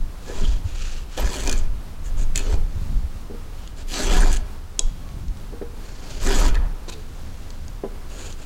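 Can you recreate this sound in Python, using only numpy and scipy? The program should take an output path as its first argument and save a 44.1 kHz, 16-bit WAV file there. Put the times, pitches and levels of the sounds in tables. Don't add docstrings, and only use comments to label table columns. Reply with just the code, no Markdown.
import sys
import numpy as np
from scipy import signal
from scipy.fft import rfft, irfft, next_fast_len
from scipy.io import wavfile
from scipy.ndimage import map_coordinates

SR = 44100
rng = np.random.default_rng(int(sys.argv[2]) if len(sys.argv) > 2 else 0)


def wav_out(sig):
    wavfile.write(sys.argv[1], SR, np.round(np.clip(np.atleast_2d(sig).T, -1, 1) * 32767).astype(np.int16))


N = 372818
TOP_HZ = 15950


def amp(db):
    return 10 ** (np.asarray(db) / 20)


def unit(x):
    return x / np.sqrt(np.mean(x ** 2) + 1e-20)


def along(points, hz):
    pitches, values = np.transpose(points)
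    return np.interp(np.log(hz + 1), np.log(pitches + 1), values)


def wobble(rate):
    return map_coordinates(rng.standard_normal(int(N * rate / SR) + 4), [np.arange(N) * rate / SR])


def add(track, start_s, sound):
    part = track[max(0, round(start_s * SR)):][:len(sound)]
    part += sound[:len(part)]


def arch(start, length, power):
    phase = (np.arange(N) / SR - start) / length
    out, inside = np.zeros(N), (phase > 0) & (phase < 1)
    out[inside] = np.sin(np.pi * phase[inside]) ** power
    return out


def tiny_clicks(rate, spread_db, clump_db, clump_rate):
    happens = rng.random(N) < rate / SR
    sizes = rng.choice([-1, 1], N) * amp(spread_db * np.clip(rng.standard_normal(N), -2, 2))
    return unit(happens * sizes * amp(clump_db * wobble(clump_rate)))


# pitch_hz, width_hz, lift_db
RESONANCES = [(266.3, 36, 9), (393.4, 22, 7.5), (610, 50, 3), (727, 34, 6), (975, 220, 8), (1271, 127, 7.5),
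              (1467, 200, 8.5), (1680, 150, 6.5), (2420, 90, 6), (2990, 530, 3), (3366, 140, 3.5),
              (4360, 190, 4), (4850, 240, 3.5), (6100, 250, 4.5), (6900, 380, 3.5), (7780, 1200, 2.5),
              (9800, 320, 4.5), (10500, 220, 1.5), (12500, 600, 1)]

def response(spectrum, ring):
    hz = np.fft.rfftfreq(32768, 1 / SR)
    peaks_db = sum(lift / (1 + (2 * (hz - pitch) / width) ** 2) for pitch, width, lift in RESONANCES)
    cepstrum = irfft(np.log(amp(along(spectrum, hz) + ring * peaks_db)))
    cepstrum[1:len(hz) - 1] *= 2
    cepstrum[len(hz):] = 0
    return irfft(np.exp(rfft(cepstrum)))


def coloured(x, spectrum, ring=0):
    return unit(signal.fftconvolve(x, response(spectrum, ring))[:len(x)])


def travelling(x, depth_db, rate):
    hz, t, spectra = signal.stft(x, SR, nperseg=1024)
    swell = 0
    for pitch, width, _ in RESONANCES:
        drive = map_coordinates(rng.standard_normal(len(t)), [t * rate], mode="mirror")
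        swell = swell + np.outer(1 / (1 + (2 * (hz - pitch) / width) ** 2), np.tanh(drive))
    return unit(signal.istft(spectra * amp(depth_db * swell), SR, nperseg=1024)[1][:N])


def strike(notes, t, noise_db, noise_fade_s, tilt_db=0):
    hz, db, fade_s = np.transpose(notes)[:, :, None]
    level_db = db + tilt_db * np.log2(hz / hz[0]) + rng.normal(0, 0.31, hz.shape)
    ring = np.sum(amp(level_db - 60 * t / fade_s) * np.sin(2 * np.pi * hz * t), axis=0)
    band = signal.butter(2, [hz.min(), hz.max()], "band", fs=SR, output="sos")
    contact = unit(signal.sosfilt(band, rng.standard_normal(len(t))))
    blow = ring / np.abs(ring).max() + contact * amp(noise_db - 60 * t / noise_fade_s)
    return blow / np.abs(blow).max()


# pitch_hz, level_db
AIR_TONE = [(59, -16.5), (100, -10), (334, -16.5), (372, -18.5), (460, -18.5), (631, -21), (1240, -23),
            (1780, -28.5), (2110, -29.5), (3230, -31.5), (4250, -32), (15800, -42)]

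def air():
    return amp(-45.5 + 1.1 * wobble(10)) * coloured(rng.standard_normal(N), AIR_TONE)


# pitch_hz, fade_s
ECHO_FADES = [(150, 0.81), (1000, 0.88), (4000, 0.61), (8000, 0.26), (15000, 0.17)]

def room_echo(x):
    hz, t, spectra = signal.stft(rng.standard_normal(SR // 2), SR, nperseg=256)
    tail = signal.istft(spectra * amp(-60 * t / along(ECHO_FADES, hz)[:, None]), SR, nperseg=256)[1]
    return signal.fftconvolve(np.pad(x, (300, 0)), tail / np.linalg.norm(tail))[:N]


# start_s, length_s, rustle_db, microphone_rub_db
REACHES = [(2.6, .5, -54, -34), (4.8, 0.73, -58.5, -36.5), (6.85, 1.0, -54.5, -40)]
REACH_POWER = 0.75
# pitch_hz, level_db
BRUSH_LOW = [(100, -28), (220, 2.5), (520, 2), (750, -3), (1400, -4.5), (2200, -0.5), (5000, -54.5)]
BRUSH_HIGH = [(600, -10.5), (1300, 13.5), (2200, 13.5), (3100, 10.5), (4500, 10.5), (5500, 8), (6900, 10.5),
              (8500, 1), (11000, -8), (15500, -29)]

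def sleeve():
    level = sum(amp(db) * arch(start, length, REACH_POWER) for start, length, db, _ in REACHES)
    grains = tiny_clicks(rate=9000, spread_db=8, clump_db=0.5, clump_rate=22)
    return level * (coloured(grains, BRUSH_HIGH) + amp(1.5) * coloured(grains, BRUSH_LOW))


# middle_s, length_s, level_db
LEANS = [(0.0, 0.18, -17), (0.472, 0.33, -14.5), (0.855, 0.51, -23.5), (1.244, 0.16, -14),
         (1.586, 0.52, -15.5), (2.283, 0.67, -16.5), (2.576, 0.25, -14.5), (2.907, 0.62, -23.5),
         (3.88, 0.16, -24.5), (4.228, 0.55, -12), (5.208, .35, -33), (6.445, 0.73, -12.5)]
# start_s, level_db, pitch_hz, length_s
CABLE_TUGS = [(.41, -28, 190.5, 0.033), (.433, -20, 150, 0.013), (0.64, -14, 78.5, 0.037),
              (2.519, -13.5, 58.6, 0.036), (2.748, -20.5, 83.6, 0.046), (2.933, -11, 35, 0.073),
              (3.022, -17.5, 61.5, 0.061), (4.809, -10, 22.5, 0.11), (5.27, -16.5, 40, 0.06)]
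# pitch_hz, level_db
SWAY_TONE = [(5, -9.5), (14, -1), (24, 4.5), (34, -4), (50, -8.5), (70, -26.5), (110, -35.5), (250, -84)]
RUB_TONE = [(35, -21), (70, 4.5), (100, -5.5), (160, -11.5), (260, -18), (600, -54.5)]

def shirt():
    lean = sum(amp(db) * arch(middle - length / 2, length, power=1.43) for middle, length, db in LEANS)
    reach = sum(amp(db) * arch(start, length, REACH_POWER) for start, length, _, db in REACHES)
    sway = np.hypot(amp(-32), lean)
    rub = np.hypot(amp(-42), reach + amp(-25.5) * lean ** 0.64)
    swing = signal.hilbert(coloured(rng.standard_normal(N), SWAY_TONE))
    swing = unit(swing.real / np.sqrt(np.abs(swing) ** 2 + 0.72))
    out = sway * swing + rub * amp(0.86 * wobble(13)) * coloured(rng.standard_normal(N), RUB_TONE)
    for start, db, hz, length in CABLE_TUGS:
        t = np.arange(int(length * SR)) / SR
        add(out, start, amp(db) * np.hanning(len(t)) * np.sin(2 * np.pi * hz * t))
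    return out


# start_s, level_db, brightness_db_per_octave, rise_s
KNOCKS = [(.298, -16, -1, 0.0018), (.41, -23, 0, .003), (1.177, -17, -1, .001), (1.233, -15, 12, 0.0028),
          (1.478, -12, 4, 0.00075), (2.5411, -18, 10, 0.00036), (3.299, -13.5, -7, 0.0044),
          (3.335, -14, -9, 0.011), (4.797, -20, 11, 0.0011), (5.525, -11.5, -4, 0.0094),
          (5.614, -7.5, -1.5, 0.0035), (6.55, -20, 11, .002), (6.882, -21, 12.5, 0.00069),
          (7.8371, -6, 3, 0.0014), (7.855, -13.5, -7, 0.002)]
# pitch_hz, level_db, fade_s
WOOD_NOTES = [(220, -1.5, 0.09), (311, -1.5, 0.1), (344, 3.5, 0.042), (401, 12.5, 0.045), (468.4, 0, 0.17),
              (545, 5, 0.045), (662, -1.5, 0.052), (817, -17, 0.23), (1006, -14, 0.15), (1250, -52, 0.072),
              (1420, -33, 0.033)]

def knocks():
    out, t = np.zeros(N), np.arange(SR // 3) / SR
    for start, db, brightness, rise in KNOCKS:
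        blow = strike(WOOD_NOTES, t, noise_db=-34.5, noise_fade_s=0.15, tilt_db=brightness)
        add(out, start, amp(db) * blow * (1 - np.exp(-t / rise)))
    return out


# start_s, peak_db
CLINKS = [(1.473, -20.5), (1.526, -29), (2.358, -19), (2.378, -21), (2.394, -23), (6.545, -25),
          (6.896, -31.5), (6.923, -28)]
# pitch_hz, level_db, fade_s
FENCE_NOTES = [(1736, -1, 0.044), (2424, 0, 0.066), (2570, 3, 0.092), (3090, 1, 0.046), (3720, -1, .1),
               (4230, 0.5, 0.064), (6900, -3, .06), (10600, -17, .1)]

def clinks():
    out, t = np.zeros(N), np.arange(SR // 4) / SR
    for start, db in CLINKS:
        add(out, start, amp(db) * strike(FENCE_NOTES, t, noise_db=-17.5, noise_fade_s=.07))
    return out


# start_s, peak_db
CLACKS = [(4.793, 0)]
# pitch_hz, level_db, fade_s
STEEL_NOTES = [(2620, -29, 0.06), (3360, -9, 0.02), (3838, -26, 0.09), (3970, -15, 0.022),
               (5922, -33, 0.0065), (6900, 3, 0.0033), (7500, -14, 0.0078), (7960, -5, 0.0082),
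               (10100, -23, .009)]
# pitch_hz, level_db
CLACK_TONE = [(300, -4), (900, -7.5), (2100, -15), (2700, -1), (7800, 5), (9000, -15), (10300, 2),
              (12000, -24), (15500, -13)]

def clacks():
    out, t = np.zeros(N), np.arange(SR // 4) / SR
    for start, db in CLACKS:
        clack = coloured(strike(STEEL_NOTES, t, noise_db=-18.5, noise_fade_s=0.02), CLACK_TONE)
        add(out, start, amp(db) * clack / np.abs(clack).max())
    return out


# start_s, length_s, board_db, hiss_db, ring_hz, ring_db
SLIDES = [(0.199, 0.42, -41, -41.5, 3160, -57), (0.635, 0.42, -48, -41, 2800, -56),
          (1.081, 0.16, -58, -45.5, 2960, -58), (2.036, 0.069, -61, -47.5, 6600, -46.5),
          (2.165, 0.088, -39, -41, 6500, -44), (3.485, 0.27, -62, -57, 2970, -61),
          (3.761, 0.077, -43, -42.5, 6900, -54), (5.76, .36, -46.5, -49.5, 4300, -63),
          (6.016, 0.43, -41, -42, 4300, -57.5), (6.878, .03, -41, -42, 3720, -50),
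          (6.918, .03, -45, -43, 3760, -45), (8.084, 0.27, -41, -41, 6600, -48),
          (8.359, .14, -46.5, -47, 6760, -56)]

def sliding():
    board, hiss, ring = np.zeros((3, N))
    grains = tiny_clicks(rate=14000, spread_db=8.0, clump_db=2.05, clump_rate=73)
    brush = travelling(grains, depth_db=2, rate=9)
    for start, length, board_db, hiss_db, ring_hz, ring_db in SLIDES:
        move = arch(start, length, power=0.79)
        board += amp(board_db) * move
        hiss += amp(hiss_db) * move
        ring += amp(ring_db) * move * unit(signal.lfilter(*signal.iirpeak(ring_hz, Q=8.5, fs=SR), grains))
    low = board * coloured(brush, BRUSH_LOW, ring=0.48)
    high = hiss * coloured(brush, BRUSH_HIGH, ring=0.35)
    return low + high + ring


# start_s, length_s, pitch_hz, width_hz, level_db
SQUEAKS = [(.26, .19, 540, 100, -44), (0.434, 0.033, 3180, 400, -37), (1.171, 0.035, 590, 210, -29.5),
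           (1.193, .02, 12800, 2100, -40), (1.376, 0.23, 2410, 150, -46), (1.565, 0.042, 7060, 1500, -41),
           (2.349, .018, 1700, 410, -41), (2.424, 0.11, 416, 71, -36.5), (3.907, 0.14, 4250, 900, -35),
           (4.205, 0.01, 8950, 720, -31.5), (4.209, .035, 1600, 360, -31.5), (4.96, 0.26, 1110, 14, -58.5),
           (6.27, 0.03, 1750, 290, -34), (6.542, 0.043, 1730, 330, -37), (6.919, 0.11, 432, 12, -45.5)]

def squeaks():
    out = np.zeros(N)
    slips = amp(3.5 * wobble(240))
    for start, length, hz, width_hz, db in SQUEAKS:
        band = signal.butter(2, [hz - width_hz / 2, hz + width_hz / 2], "band", fs=SR, output="sos")
        n = int(length * SR)
        ring = signal.sosfilt(band, rng.standard_normal(SR))[-n:] * slips[int(start * SR):][:n]
        add(out, start, amp(db) * signal.windows.tukey(n, .6) * unit(ring))
    return out


# start_s, length_s, level_db
ROUGH_PATCHES = [(1.332, .14, -20), (2.367, .035, -17), (3.931, .13, -23), (4.126, .11, -18.5),
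                 (4.317, .055, -16.5), (6.42, .07, -31)]

def rough_grain():
    rows = []
    gap_s, scatter_db, pitch_hz, clack_db = 0.0081, 2, 6900, -3.5
    for start, length, db in ROUGH_PATCHES:
        gap_dice, level_dice, pitch_dice = rng.standard_normal((3, 64))
        gaps = gap_s * np.exp(.35 * gap_dice)
        levels = db + scatter_db * np.tanh(level_dice)
        pitches = pitch_hz * np.exp(0.066 * pitch_dice)
        for delay, level, pitch in zip(np.cumsum(gaps) - gaps[0], levels, pitches):
            if delay < length:
                rows.append((start + delay, level, pitch, clack_db))
    return rows


# start_s, level_db, pitch_hz, relative_clack_db
SINGLE_SNAPS = [(1.1767, -14, 3600, -21), (1.3993, -19, 6600, -3), (1.4748, -4.5, 5960, -7),
                (1.495, -5, 5700, -5), (1.514, -9.5, 6830, -10), (1.527, -7.5, 6300, -5),
                (2.358, -4, 6500, -4.5), (2.376, -6, 6860, -10), (2.5405, -24.5, 2000, -4),
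                (3.6754, -25, 2820, -25), (3.8866, -26, 6820, -12), (4.3284, -13, 7220, -18),
                (5.089, -31, 2700, -6), (5.2824, -30.5, 3880, -6), (5.371, -30.5, 4200, -10),
                (6.5538, -19.5, 2510, -7), (6.8977, -20, 6750, -19), (7.5044, -24, 4310, -6),
                (7.681, -26.5, 5200, -18), (8.3254, -22, 4400, -16)]
# pitch_hz, level_db
PLANE_TONE = [(300, -21), (1200, -34.5), (1700, -5), (4400, 3), (5200, 3), (6500, 8), (9000, 0.5),
              (12000, -3), (15500, 0)]

def snaps(rows):
    out, t = np.zeros(N), np.arange(SR // 20) / SR
    body = response(PLANE_TONE, ring=1.5)[:len(t)]
    clack_band = signal.butter(2, [1400, 4600], "band", fs=SR, output="sos")
    noises = rng.standard_normal((128, len(t)))
    for (start, db, pitch_hz, clack_db), noise in zip(rows, noises):
        burst = noise * (amp(-60 * t / 0.013) + amp(-48 - 60 * t / 0.03))
        crack = unit(signal.lfilter(*signal.iirpeak(min(pitch_hz, TOP_HZ), Q=1.8, fs=SR), burst))
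        clack = amp(clack_db + 3.5) * unit(signal.sosfilt(clack_band, burst))
        snap = signal.fftconvolve(crack + clack, body)[:len(t)]
        add(out, start, amp(db - 5) * snap / np.abs(snap).max())
    return out


# start_s, rise_s, hold_s, fall_s, board_db, rasp_db, fizz_db, midway_dip_db
CUTS = [(0.257, .02, 0.17, .02, -39.5, -50, -62, 2.5), (1.166, .012, 0.34, 0.15, -33, -33.5, -47.5, 3),
        (2.343, 0.014, 0.18, 0.034, -38, -40.5, -57, 1.5), (3.869, 0.12, .27, .17, -29, -29.5, -44.5, -3.5),
        (6.2, .075, .21, 0.023, -26, -28, -43, 0.5)]

def strokes():
    board, rasp, fizz = np.zeros((3, N))
    t = np.arange(SR) / SR
    for start, rise, hold, fall, board_db, rasp_db, fizz_db, dip_db in CUTS:
        bite = np.interp(t, np.cumsum([0, rise, hold, fall]), [0, 1, 1, 0])
        push = amp(-dip_db * np.sin(np.pi * np.clip((t - rise) / hold, 0, 1)) ** 2)
        linger = (t > rise + hold) * amp(-9.5 - 50 * np.abs(t - rise - hold))
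        add(board, start, amp(board_db - 2 * t) * np.maximum(push * bite ** 1.5, linger))
        add(rasp, start, amp(rasp_db - 16 * t) * push * bite ** 0.94)
        add(fizz, start, amp(fizz_db - 18 * t) * push * bite ** 0.69)
    return board, rasp, fizz


# pitch_hz, level_db
BOARD_TONE = [(90, -36.5), (170, 8.5), (265, 1.5), (330, 5), (500, 1), (900, -6.5), (1600, -13),
              (2100, -11.5), (3500, -21.5), (8000, -61.5)]
RASP_TONE = [(900, -57), (1800, -1.5), (2500, 0), (4000, 3), (5300, 2), (7000, 2), (8300, -1.5),
             (9500, -20), (14000, -37)]
FIZZ_TONE = [(5000, -26), (8000, -13), (10000, 7), (12000, 7), (15500, -5)]

def cutting():
    board, rasp, fizz = strokes()
    tear = tiny_clicks(rate=3000, spread_db=4.5, clump_db=1.5, clump_rate=290)
    drag = travelling(tear + .3 * rng.standard_normal(N), depth_db=6.5, rate=22)
    crackle = tiny_clicks(rate=260, spread_db=1.5, clump_db=2.5, clump_rate=40)
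    wood = board * coloured(drag, BOARD_TONE, ring=0.97)
    steel = rasp * coloured(drag + 0.35 * crackle, RASP_TONE, ring=1.25)
    shaving = fizz * coloured(0.78 * drag + crackle, FIZZ_TONE, ring=1.05)
    return wood + steel + shaving


def scene():
    rubbing = cutting() + sliding() + squeaks() + sleeve()
    cracks = snaps(SINGLE_SNAPS) + snaps(rough_grain()) + clacks() + clinks()
    bumps = knocks()
    echo = room_echo(amp(-14.5) * rubbing + amp(-18.5) * cracks + amp(-16.5) * bumps)
    return np.tile(rubbing + cracks + bumps + echo + air() + shirt(), (2, 1))


# pitch_hz, level_db
HISS_TONE = [(12, -25), (20, -7), (107, -21.5), (240, -20), (365, -28), (524, -29), (1180, -44),
             (1320, -51), (1950, -48.5), (8550, -25), (15800, -22.5)]

def record(dry):
    hiss = amp(-65.5) * coloured(rng.standard_normal(N), HISS_TONE)
    size = next_fast_len(N + SR // 2)
    kept = np.fft.rfftfreq(size, 1 / SR) < TOP_HZ
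    spectrum = rfft(dry + np.array([hiss, -hiss]), size)
    return irfft(spectrum * kept, size)[:, :N]


dry = scene()
out = record(dry)
wav_out(out)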